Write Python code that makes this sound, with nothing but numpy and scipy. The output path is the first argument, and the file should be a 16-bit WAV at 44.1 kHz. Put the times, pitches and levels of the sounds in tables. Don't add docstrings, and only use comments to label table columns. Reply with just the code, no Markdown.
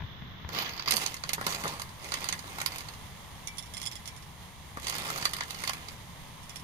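import sys
import numpy as np
from scipy import signal
from scipy.fft import rfft, irfft
from scipy.io import wavfile
from scipy.ndimage import uniform_filter1d

SR = 44100
rng = np.random.default_rng(int(sys.argv[2]) if len(sys.argv) > 2 else 0)


def transcribe(u):
    v = np.clip(np.atleast_2d(u).T, -1, 1)
    q = np.round(v * 32767).astype(np.int16)
    wavfile.write(sys.argv[1], SR, q)


def magnitude_from_level(level_db):
    exponent = np.asarray(level_db, float) / 20
    return 10 ** exponent


N = 292383

MOVE_S = 0.498
# (frequency [Hz], level [dB])
WOK_COLOUR = [(150, -7), (300, -30), (600, -16.5), (1050, -3), (1600, -6), (2050, -4), (3500, -3.5),
              (4600, 0), (5700, -6), (6400, -2.5), (8000, -9), (9300, -4), (10800, -10), (13000, -7.5),
              (15300, -28)]
# (frequency [Hz], level [dB], t60 [s])
LADLE_MODES = [(4290, -29, 0.01), (4590, -0.5, 0.03), (4675, 6, 0.049), (6320, 12, 0.016),
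               (6410, -0.5, 0.035), (9060, -2, 0.068)]


def at_hz(points, hz):
    table_hz, values = np.array(points)[:, 0], np.array(points)[:, 1]
    return np.interp(np.log(hz), np.log(table_hz), values)


def colour(x, points):
    size = 4096
    hz = np.maximum(np.arange(size // 2 + 1) * SR / size, 1)
    cepstrum = irfft(np.log(magnitude_from_level(at_hz(points, hz))))
    cepstrum[1:size // 2] *= 2
    cepstrum[size // 2 + 1:] = 0
    return signal.oaconvolve(x, irfft(np.exp(rfft(cepstrum))))[:N]


def butter(x, order, hz, kind="low"):
    return signal.sosfilt(signal.butter(order, hz, kind, fs=SR, output="sos"), x)


def drift(rate_hz):
    slow = rng.standard_normal(int(N / SR * rate_hz) + 2)
    return np.interp(np.arange(N) / SR * rate_hz, np.arange(len(slow)), slow)


def fade_in(at_s, length_s):
    return np.clip((np.arange(N) / SR - at_s) / length_s + .5, 0, 1)


def ring(clicks, hz, t60):
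    r = magnitude_from_level(-60 / (t60 * SR))
    w = 2 * np.pi * min(hz, .45 * SR) / SR
    return signal.lfilter([np.sin(w)], [1, -2 * r * np.cos(w), r * r], clicks + 1e-18)


def strikes(times, gains):
    out = np.zeros(N)
    np.add.at(out, np.clip((np.asarray(times) * SR).astype(int), 0, N - 1), gains)
    return out


def fire():
    # (time [s], level [dB])
    swell = [
        (0, 1.5),
        (2.9, 2.36),
        (4.7, 0.5),
        (6.1, 1.5),
    ]
    # (frequency [Hz], density [dB per Hz])
    left_colour = [(30, -85.5), (60, -70.5), (160, -75), (330, -89), (600, -88.5), (1040, -79), (1500, -92),
                   (2050, -85), (2500, -93), (3600, -94.5), (4400, -110.4), (5200, -107.5), (8000, -129.4),
                   (15000, -115.6)]
    # (frequency [Hz], density [dB per Hz])
    right_colour = [(30, -79), (60, -77), (160, -74.5), (330, -92), (1000, -87), (1300, -96.5), (2050, -89),
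                    (2500, -93), (3300, -86.5), (5600, -94.5), (6200, -91.5), (8200, -99), (9300, -93),
                    (15000, -101.0)]
    # (frequency [Hz], density [dB per Hz])
    close_colour = [(30, -76), (100, -71), (200, -75), (330, -87.5), (800, -94.5), (1750, -85.5),
                    (2400, -94), (3500, -79), (4500, -97.5), (6000, -100.1), (7200, -109.3),
                    (11500, -109.8), (14500, -102.1), (15500, -104.4)]

    white = rng.standard_normal((3, N)) * np.sqrt(SR / 2)
    pop_sizes = magnitude_from_level(3.5 * np.minimum(rng.exponential(1, (3, N)), 3))
    pops = (rng.random((3, N)) < 900 / SR) * pop_sizes
    white = white * (1 + .7 * pops)
    flicker_db = .6 * drift(14.0)
    white *= magnitude_from_level(flicker_db + np.interp(np.arange(N) / SR, *np.transpose(swell)))

    shared = butter(white[0], 1, 600)
    right = white[1] + shared - 0.4 * butter(white[1], 1, [120, 700], "band")
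    moved = fade_in(MOVE_S, 0.034)
    close_left = colour(white[2], [(30, 11.0), (100, -10.0), (330, 7), (700, -2.0), (1040, 2.5),
                                   (1500, 9.5), (2200, 7.5)])
    close_left = 0.45 * close_left + 0.87 * magnitude_from_level(3.5) * shared
    left = colour((1 - moved) * close_left + moved * white[0], left_colour)
    right = (1 - moved) * colour(right, close_colour) + moved * colour(right, right_colour)
    return np.array([left, right])


def bumps():
    # (time [s], peak [dB], pitch [Hz], rub [dB])
    handling = [
        (.003, -32.5, 109, -30.5),
        (.018, -33, 149, -29),
        (0.035, -30, 98, -38),
        (0.218, -32.5, 183, -34.5),
        (0.444, -32.5, 76.5, -29),
        (0.501, -41, 117, -36),
    ]
    out = np.zeros(N)
    rub = signal.lfilter([.3], [1, -.85], rng.standard_normal(360)) * np.hanning(360)
    for s, level_db, hz, rub_db in handling:
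        press = ring(strikes([s], magnitude_from_level(level_db)), hz, 6.3 / hz)
        out += ring(press, hz, 3.6 / hz) * hz * 0.00018
        out += signal.oaconvolve(strikes([s], magnitude_from_level(rub_db + 1.5)), rub)[:N]
    return butter(out, 2, 2200) * magnitude_from_level([[0], [-7]])


def rattle(per_s=1900, uneven_db=2.5, cycles=19, count=48):
    # (time [s], stirring [dB], depth: how much duller the buried shells sound [dB])
    scoops = [
        [(0.47, -63, 7), (0.56, -37, -8), (0.676, -40, -20), (0.768, -52, -23), (0.924, -54, 15.5),
         (1.022, -35.5, -16.5), (1.16, -52.5, -11)],
        [(1.25, -48.5, -6), (1.398, -58.5, 2), (1.496, -38.5, -7), (1.584, -43, -6.5), (1.668, -44, -2.5),
         (1.796, -49.5, -1), (1.9, -65, 7)],
        [(1.98, -59.5, 7), (2.078, -44.5, -4.5), (2.224, -43, -4), (2.388, -52.5, 0), (2.73, -47, -6.5),
         (2.97, -63, -12)],
        [(4.74, -81, 9), (4.844, -44.5, -15), (5.008, -43.5, -6), (5.1, -39.5, -5), (5.256, -45, -8),
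         (5.418, -54.5, -2), (5.684, -44.5, -16), (5.82, -56.5, 4), (5.96, -52.5, -25)],
    ]
    wall_db, wall_per_depth = -3, 1

    t, levels = np.arange(N) / SR, np.full((3, N), -100.)
    for stroke in scoops:
        s, stir_db, depth_db = np.transpose(stroke)
        columns = stir_db, stir_db + depth_db, stir_db + wall_db + wall_per_depth * depth_db
        stroke_db = np.array([np.interp(t, s, column) for column in columns])
        edge_db = 30 * np.clip(1 - np.minimum(t - s[0], s[-1] - t) / 0.013, 0, 2)
        levels = np.maximum(levels, stroke_db - edge_db)

    sizes = magnitude_from_level(uneven_db * np.minimum(rng.exponential(1, N), 4)) * rng.choice([-1, 1], N)
    clicks = sizes * (rng.random(N) < per_s * magnitude_from_level(3 * drift(40.0)) / SR)
    dealt = rng.integers(0, 3, N)
    groups = np.zeros((3, N))
    for k, hz in enumerate(np.geomspace(170, 15300, count)):
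        mode_db = at_hz(WOK_COLOUR, hz) + 7.2 * np.log10(hz / 4000) + 4.6 * drift(18.0)
        group = int(hz < 2300) + int(hz < 550)
        groups[group] += magnitude_from_level(mode_db) * ring(clicks * (dealt == k % 3), hz, cycles / hz)
    groups[0] += sum(magnitude_from_level(mode_db - 35) * ring(clicks, hz, t60) for hz, mode_db, t60 in LADLE_MODES)
    groups /= np.std(groups, axis=1, keepdims=True)
    return np.sum(groups * magnitude_from_level(levels + [[4], [-1.5], [-4]]), axis=0)


def knocks(count=140, length=1200):
    # (time [s], peak [dB],
    # weight: 1 kHz re peak [dB], hardness: 12 kHz re peak [dB], pitch [Hz])
    spill = [(0.5487, -24.5, -15, -16, 4860), (0.5865, -20.5, -15, -10, 4800), (0.623, -27.5, -5, -6, 4630),
             (0.6604, -31, -12, -20, 1840), (0.6928, -29, -14, -22, 2020), (0.7348, -33, -10, -13, 4860),
             (0.7776, -29, -12, -26, 4870), (0.7958, -25, -10, -28, 4870), (0.8231, -28.5, -18, -28, 4860),
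             (0.8593, -27, -12, -24, 4830), (0.8761, -17, -11.5, -24, 4760), (0.8836, -16, -26, -19, 4700),
             (0.9086, -13.5, -21, -12.5, 4630), (0.9204, -14.5, -16, -21, 4700),
             (0.961, -26, -15, -8, 4670), (0.9675, -18, -29, -9.5, 4700), (1.0627, -20, -19, -20, 4440),
             (1.142, -28.5, -11, -17, 6600), (1.1667, -32, -14, -24, 4600),
             (1.2374, -28.5, -5.5, -27, 4560), (1.292, -20, -16, -21, 2100), (1.333, -17.5, -24, -11, 6300),
             (1.5245, -27.5, -15, -17, 4590), (1.5469, -23, -14, -21, 4430), (1.6786, -26, -18, -18, 2920),
             (1.8181, -27.5, -14, -15, 4540)]
    lift = [(2.0433, -35, -9, -19, 2310), (2.1206, -24.5, -10, -24, 4380), (2.14, -20, -16, -21.5, 2820),
            (2.2425, -26.5, -10, -16, 4870), (2.2882, -20, -14, -19, 3200), (2.3258, -19.5, -14, -24, 2110),
            (2.392, -31, -12, -20, 4560), (2.5845, -31, -3, -16, 2160), (2.6024, -28, -11, -20, 4500),
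            (2.6148, -24.5, -7, -13, 2010), (2.6611, -18, -14.5, -13.5, 4840), (2.7203, -36, -5, -20, 4610),
            (2.7593, -36, -8, -7, 4470), (2.7833, -29, -15, -16, 4730), (2.807, -33, -11, -17, 2020),
            (2.8863, -32, -9, -23, 4700)]
    dig = [(4.798, -37, -16, -14, 2080), (4.8209, -39, -10, -18, 4120), (4.8329, -37, -17, -20, 4100),
           (4.8465, -34, -15, -21, 2170), (4.8693, -23.5, -14, -22, 2880), (4.8818, -25, -20, -19, 4600),
           (4.8968, -23, -16, -14, 6300), (4.9242, -28, -11, -21, 4640), (4.9525, -30, -6, -14, 4630),
           (4.9831, -27.5, -16, -12, 4810), (5.0876, -31, -4, -21, 2230), (5.1022, -24, -10, -17, 2160),
           (5.1598, -29, -8, -21, 6230), (5.1761, -28.5, -15, -13, 4110), (5.225, -25.5, -8, -23, 2120),
           (5.254, -14.5, -12, -23, 4200), (5.3346, -22.5, -13.5, -17, 4520), (5.366, -30, -14, -13, 4500),
           (5.4075, -23, -5, -34, 2120), (5.435, -29.5, -13, -27, 3180), (5.507, -27, -16, -14, 3980),
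           (5.5458, -31, -17, -26.5, 4640), (5.6033, -34.5, -12, -19, 1990),
           (5.6373, -23.5, -17, -21, 2000), (5.675, -20.5, -17, -20, 4650), (5.6947, -20, -8, -20, 4700),
           (5.7332, -27, -13, -17, 2360), (5.885, -31, -13, -23, 4570)]
    # (time [s], peak [dB], weight [dB], hardness [dB])
    light_ticks = [(.5308, -34, -20, -12), (0.713, -39, -12, -18), (.7648, -32, -14, -16),
                   (0.931, -25, -15, -18), (.979, -31, -5, -18), (1.8918, -42, -8, -18),
                   (1.9967, -46, -16, -20), (2.027, -44, -10, -18), (2.1966, -43, -8, -16),
                   (2.207, -35, -13, -16), (2.4973, -46, -10, -11), (2.548, -50, -10, -16),
                   (2.9369, -40, -10, -17), (4.942, -34, -14, -18), (4.962, -31, -19, -14),
                   (5.02, -33.5, -14, -20), (5.0787, -32.5, -10, -20), (5.183, -32.5, -4, -10),
                   (5.2128, -34, -16, -21), (5.2489, -30, -20, -14), (5.2926, -37, -13, -10),
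                   (5.311, -40, -11, -10), (5.386, -34, -6, -18), (5.482, -45, -14, -10),
                   (5.5, -37, -12, -16), (5.5894, -37.5, -17, -21), (5.62, -38, -9, -12),
                   (5.65, -37, -12, -14), (5.781, -46, -14, -13)]
    # (time [s], peak [dB], pitch [Hz], weight: 1 kHz re peak [dB])
    thuds = [(0.49, -31, 300, -8.5), (0.938, -19.5, 1060, -10), (1.381, -47.5, 1050, 16),
             (1.412, -31.5, 330, 2), (1.466, -18, 1060, -9), (1.6372, -28.5, 1020, -5.5),
             (1.645, -34.5, 620, 3.5), (1.655, -40, 220, 9), (1.665, -38, 620, 11.5),
             (1.797, -29.5, 1000, -8), (4.7715, -38, 2100, 6)]
    tick_hz = 4750
    shell_thud_db = -21
    ladle_thud_db, ladle_hard_db = 6.5, -15.5
    pitch_db, pitch_octaves = 5.5, 0.17

    contacts = [(*row, shell_thud_db) for row in spill + lift + dig]
    contacts += [(*row, tick_hz, shell_thud_db) for row in light_ticks]
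    contacts += [(s, db, weight, ladle_hard_db, hz, weight + ladle_thud_db) for s, db, hz, weight in thuds]
    s, level_db, weight_db, hard_db, pitch_hz, thud_db = np.transpose(contacts)[:, :, None]

    luck, place = rng.standard_normal((len(s), count)), rng.random((len(s), count))
    hz = 170 * (15400 / 170) ** (((np.arange(count) + place) / count) ** .75)
    low = np.clip(np.log2((2500 / hz) ** 1.6), 0, 1)
    high = np.clip(np.log2(hz / 6500), 0, 1)
    deep = np.clip(np.log2(800 / hz), 0, 1)
    tilt_db = (low - deep) * (weight_db + 11.5) + high * (hard_db + 19.0) + deep * (thud_db + 25.0)
    tilt_db = tilt_db + pitch_db * np.exp(-(np.log2(hz / pitch_hz) / pitch_octaves) ** 2)
    mode_db = at_hz(WOK_COLOUR, hz) + 7.66 * np.log10(hz / 4000) + 2.54 * np.abs(luck)
    gain = np.sign(luck) * magnitude_from_level(level_db + tilt_db + mode_db - 13.5)
    t60 = 0.016 * (4000 / hz) ** 0.13

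    late = .0013 * rng.exponential(1, (len(s), count, 1)) ** 1.5 - .0003
    turning = 2 * np.pi * hz[:, :, None]
    decay = np.log(1000) / t60[:, :, None]
    starts = (s[:, 0] * SR).astype(int) - 40
    settings = [v.astype(np.float32) for v in (gain, turning, decay, late + 40 / SR)]
    t, out = np.arange(length, dtype=np.float32) / np.float32(SR), np.zeros(N + length)
    for at, g, f, d, wait in zip(starts, *settings):
        age = np.maximum(t - wait, 0)
        out[at:at + length] += g @ (np.sin(f * age) * np.exp(-d * age))

    bowl_db = (level_db - 17 - .4 * np.maximum(weight_db + 14, 0))[:, 0]
    for k, (f, ladle_db, ladle_t60) in enumerate(LADLE_MODES):
        out[:N] += ring(strikes(s[:, 0], luck[:, k] * magnitude_from_level(bowl_db + ladle_db)), f, ladle_t60)
    return out[:N]


def plate(second_s=.0092):
    # (time [s], peak [dB], crack re ring [dB], rim modes re centre modes [dB],
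    # bare-glaze modes re centre modes [dB])
    landings = [(3.473, -27.5, -1, -6, 2), (3.5716, -36, -6, -11, -5), (3.583, -26.5, -1.5, -20, 6),
                (3.625, -40, 1, -17, 8), (3.659, -41, -1, -20, 3), (3.7377, -27.5, -4, -23, -6),
                (3.7687, -24.5, -5, -22, -10), (3.7998, -34, -1, -18, -10), (3.8154, -36, 8.5, -18, 3),
                (3.829, -26.5, -10, -21, -4), (3.855, -31, 4, -22, -3), (3.8624, -24, -8, -34, -8),
                (3.8743, -37, -15, -24, -8), (3.914, -36.5, 5, -28, -6), (3.9217, -35, -5, -24, -10),
                (3.955, -29, -5, -22, -8), (4.0567, -33, 1.5, -12, -6), (4.076, -28.5, -0.5, -11.5, -1),
                (4.1643, -33.5, -14, -18, -12), (4.2243, -45.5, 6, -20, -10), (6.431, -41, -2, -22, -5),
                (6.4943, -35, 2.5, -25, -2), (6.558, -30.5, 1.5, -22, 3), (6.597, -43, 4, -17, 0)]
    # (frequency [Hz], level [dB], t60 [s], second sounding re first [dB])
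    centre_modes = [(2140, -18, 0.063, -7), (3340, 0.5, 0.028, -2), (5180, -13, 0.038, 14),
                    (5320, -18, 0.047, 10), (7000, -8, 0.031, -3), (7250, -9, 0.063, 3),
                    (9020, -10.5, 0.04, 3), (9480, -1.5, 0.037, -5)]
    # (frequency [Hz], level [dB], t60 [s], second sounding re first [dB])
    rim_modes = [(2290, -16, 0.26, 0.5), (4340, -11, 0.05, -12), (6030, 5.5, 0.018, -15),
                 (6750, -1.5, .025, -19), (9020, -4, 0.044, -5), (10350, -14, 0.05, -9),
                 (11000, -14, 0.06, -5)]
    # (frequency [Hz], level [dB], t60 [s], second
    # sounding re first [dB])
    bare_modes = [(2050, -18, 0.088, -5), (3490, -7.5, 0.046, 1.5), (5550, -3, .065, -5),
                  (7420, -12, 0.068, -4), (9710, -2, 0.079, -13)]

    s, level_db, crack_db, rim_db, bare_db = np.transpose(landings)
    all_modes = centre_modes + rim_modes + bare_modes
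    luck = rng.standard_normal((len(s), 2, len(all_modes)))
    luck = np.sign(luck) * magnitude_from_level(2 * np.abs(luck) - 2)

    def noise_tail(gains, t60):
        envelope = signal.lfilter([1], [1, -magnitude_from_level(-60 / (t60 * SR))], strikes(s, gains))
        return envelope * rng.standard_normal(N)

    skid = .05 * noise_tail(magnitude_from_level(level_db - 17), 0.05)
    spots = [-.5 * (rim_db + 20.0)] * len(centre_modes)
    spots += [rim_db + 12.5] * len(rim_modes) + [bare_db] * len(bare_modes)
    out = np.zeros(N)
    for k, ((hz, mode_db, t60, second_db), spot_db) in enumerate(zip(all_modes, spots)):
        gain = magnitude_from_level(level_db + mode_db - 9.5 + spot_db)
        clicks = strikes(s, gain * luck[:, 0, k])
        clicks += strikes(s + second_s, gain * magnitude_from_level(second_db) * luck[:, 1, k])
        skid_db = mode_db - 5.9 * (k >= len(centre_modes))
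        out += ring(clicks + magnitude_from_level(skid_db) * skid, hz, t60)
    crack = noise_tail(magnitude_from_level(level_db + crack_db), 0.048)
    return out + colour(crack, [(800, -16), (2500, -1.5), (6000, 1.0), (8200, -9), (11000, -8), (15000, -12)])


def yard(x, near_db=-29, wall_db=-22.0, wall_s=0.012, t60=0.053):
    t = np.arange(6000) / SR
    rim_scatter = magnitude_from_level(near_db - 60 * t / 0.013)
    fence = magnitude_from_level(wall_db - 60 * t / t60) * np.clip(t / wall_s, 0, 1) ** 4
    echo = (rim_scatter + fence) * rng.standard_normal((2, len(t)))
    echo[:, 64] = [.22, 1]
    echo[0] += butter(echo[1] - echo[0], 2, 1900)
    waves = rfft(echo)
    waves /= np.sqrt(uniform_filter1d(np.abs(waves) ** 2, size=30))
    x = butter(x, 2, 170, "high")
    return magnitude_from_level(1.5) * signal.oaconvolve(x[None], irfft(waves), axes=1)[:, 64:N + 64]


def left_port(x):
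    # (frequency [Hz], level [dB])
    body_shadow = [(100, 0.0), (400, -2.0), (700, -3.7), (1100, 4.4), (1500, 3.2), (2100, -1.6),
                   (3000, -10.9), (4500, -18.7), (6000, -21.5), (8000, -28.4), (9500, -39.0),
                   (10500, -26.2), (12500, -19.8), (15000, -7.6)]
    lag_s, duct_hz, duct_width_hz = .00005, 2100, 437

    shade = np.array(body_shadow, float)
    shade[:, 1] += at_hz([(2500, 0), (4500, 2), (12000, 4)], shade[:, 0])
    r = np.exp(-np.pi * duct_width_hz / SR)
    poles = [1, -2 * r * np.cos(2 * np.pi * duct_hz / SR), r * r]
    x = signal.lfilter(poles[::-1], poles, colour(x, shade))
    return np.interp(np.arange(N) - lag_s * SR, np.arange(N), x)


def scene():
    left, right = yard(knocks() + rattle() + plate())
    treble = butter(left, 4, 2200, "high")
    left = left + treble * (0.86 * drift(250.0) - .4)
    return np.array([left_port(left), right]) + fire() + bumps()


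def drop_weak(x, below_db=-20.5, from_hz=4000, size=1024):
    hz, _, cells = signal.stft(x, SR, nperseg=size)
    power = uniform_filter1d(np.abs(cells) ** 2, size=6, axis=1)
    loudest = power[:, (hz > 500) & (hz < 12000)].mean(axis=1).max(axis=0) ** .8 * 2e-2
    keep = (power > loudest * magnitude_from_level(2 * below_db)) | (hz[:, None] < from_hz)
    return signal.istft(cells * keep, SR, nperseg=size)[1][:, :N]


def band_limit(x):
    return signal.sosfilt(signal.butter(12, 16470, fs=SR, output="sos"), x)


def record(dry):
    settle_s = .895
    # (frequency [Hz], level [dB])
    notch = [(5000, -0.5), (7200, -8.5), (8200, -15), (9500, -30), (10300, -8.5), (12000, -6.5),
             (13200, -1.5), (14500, 2)]
    deep = [(7000, -1.0), (7700, -10), (10500, -8.0), (11500, -1.0)]
    held = (1 - fade_in(settle_s, 0.017)) * fade_in(MOVE_S, 0.045)
    right = dry[1] + held * (colour(dry[1], notch) - dry[1])
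    at_first = 1 - fade_in(MOVE_S + 0.016, 0.029)
    right = right + at_first * (colour(right, deep) - right)
    top = signal.cheby2(10, 45, 16200, fs=SR, output="sos")
    wet = drop_weak(signal.sosfilt(top, [dry[0], right]))
    mix = 0.69 * np.tanh(wet / 0.68)
    return band_limit(mix)


dry = scene()
out = record(dry)
transcribe(out)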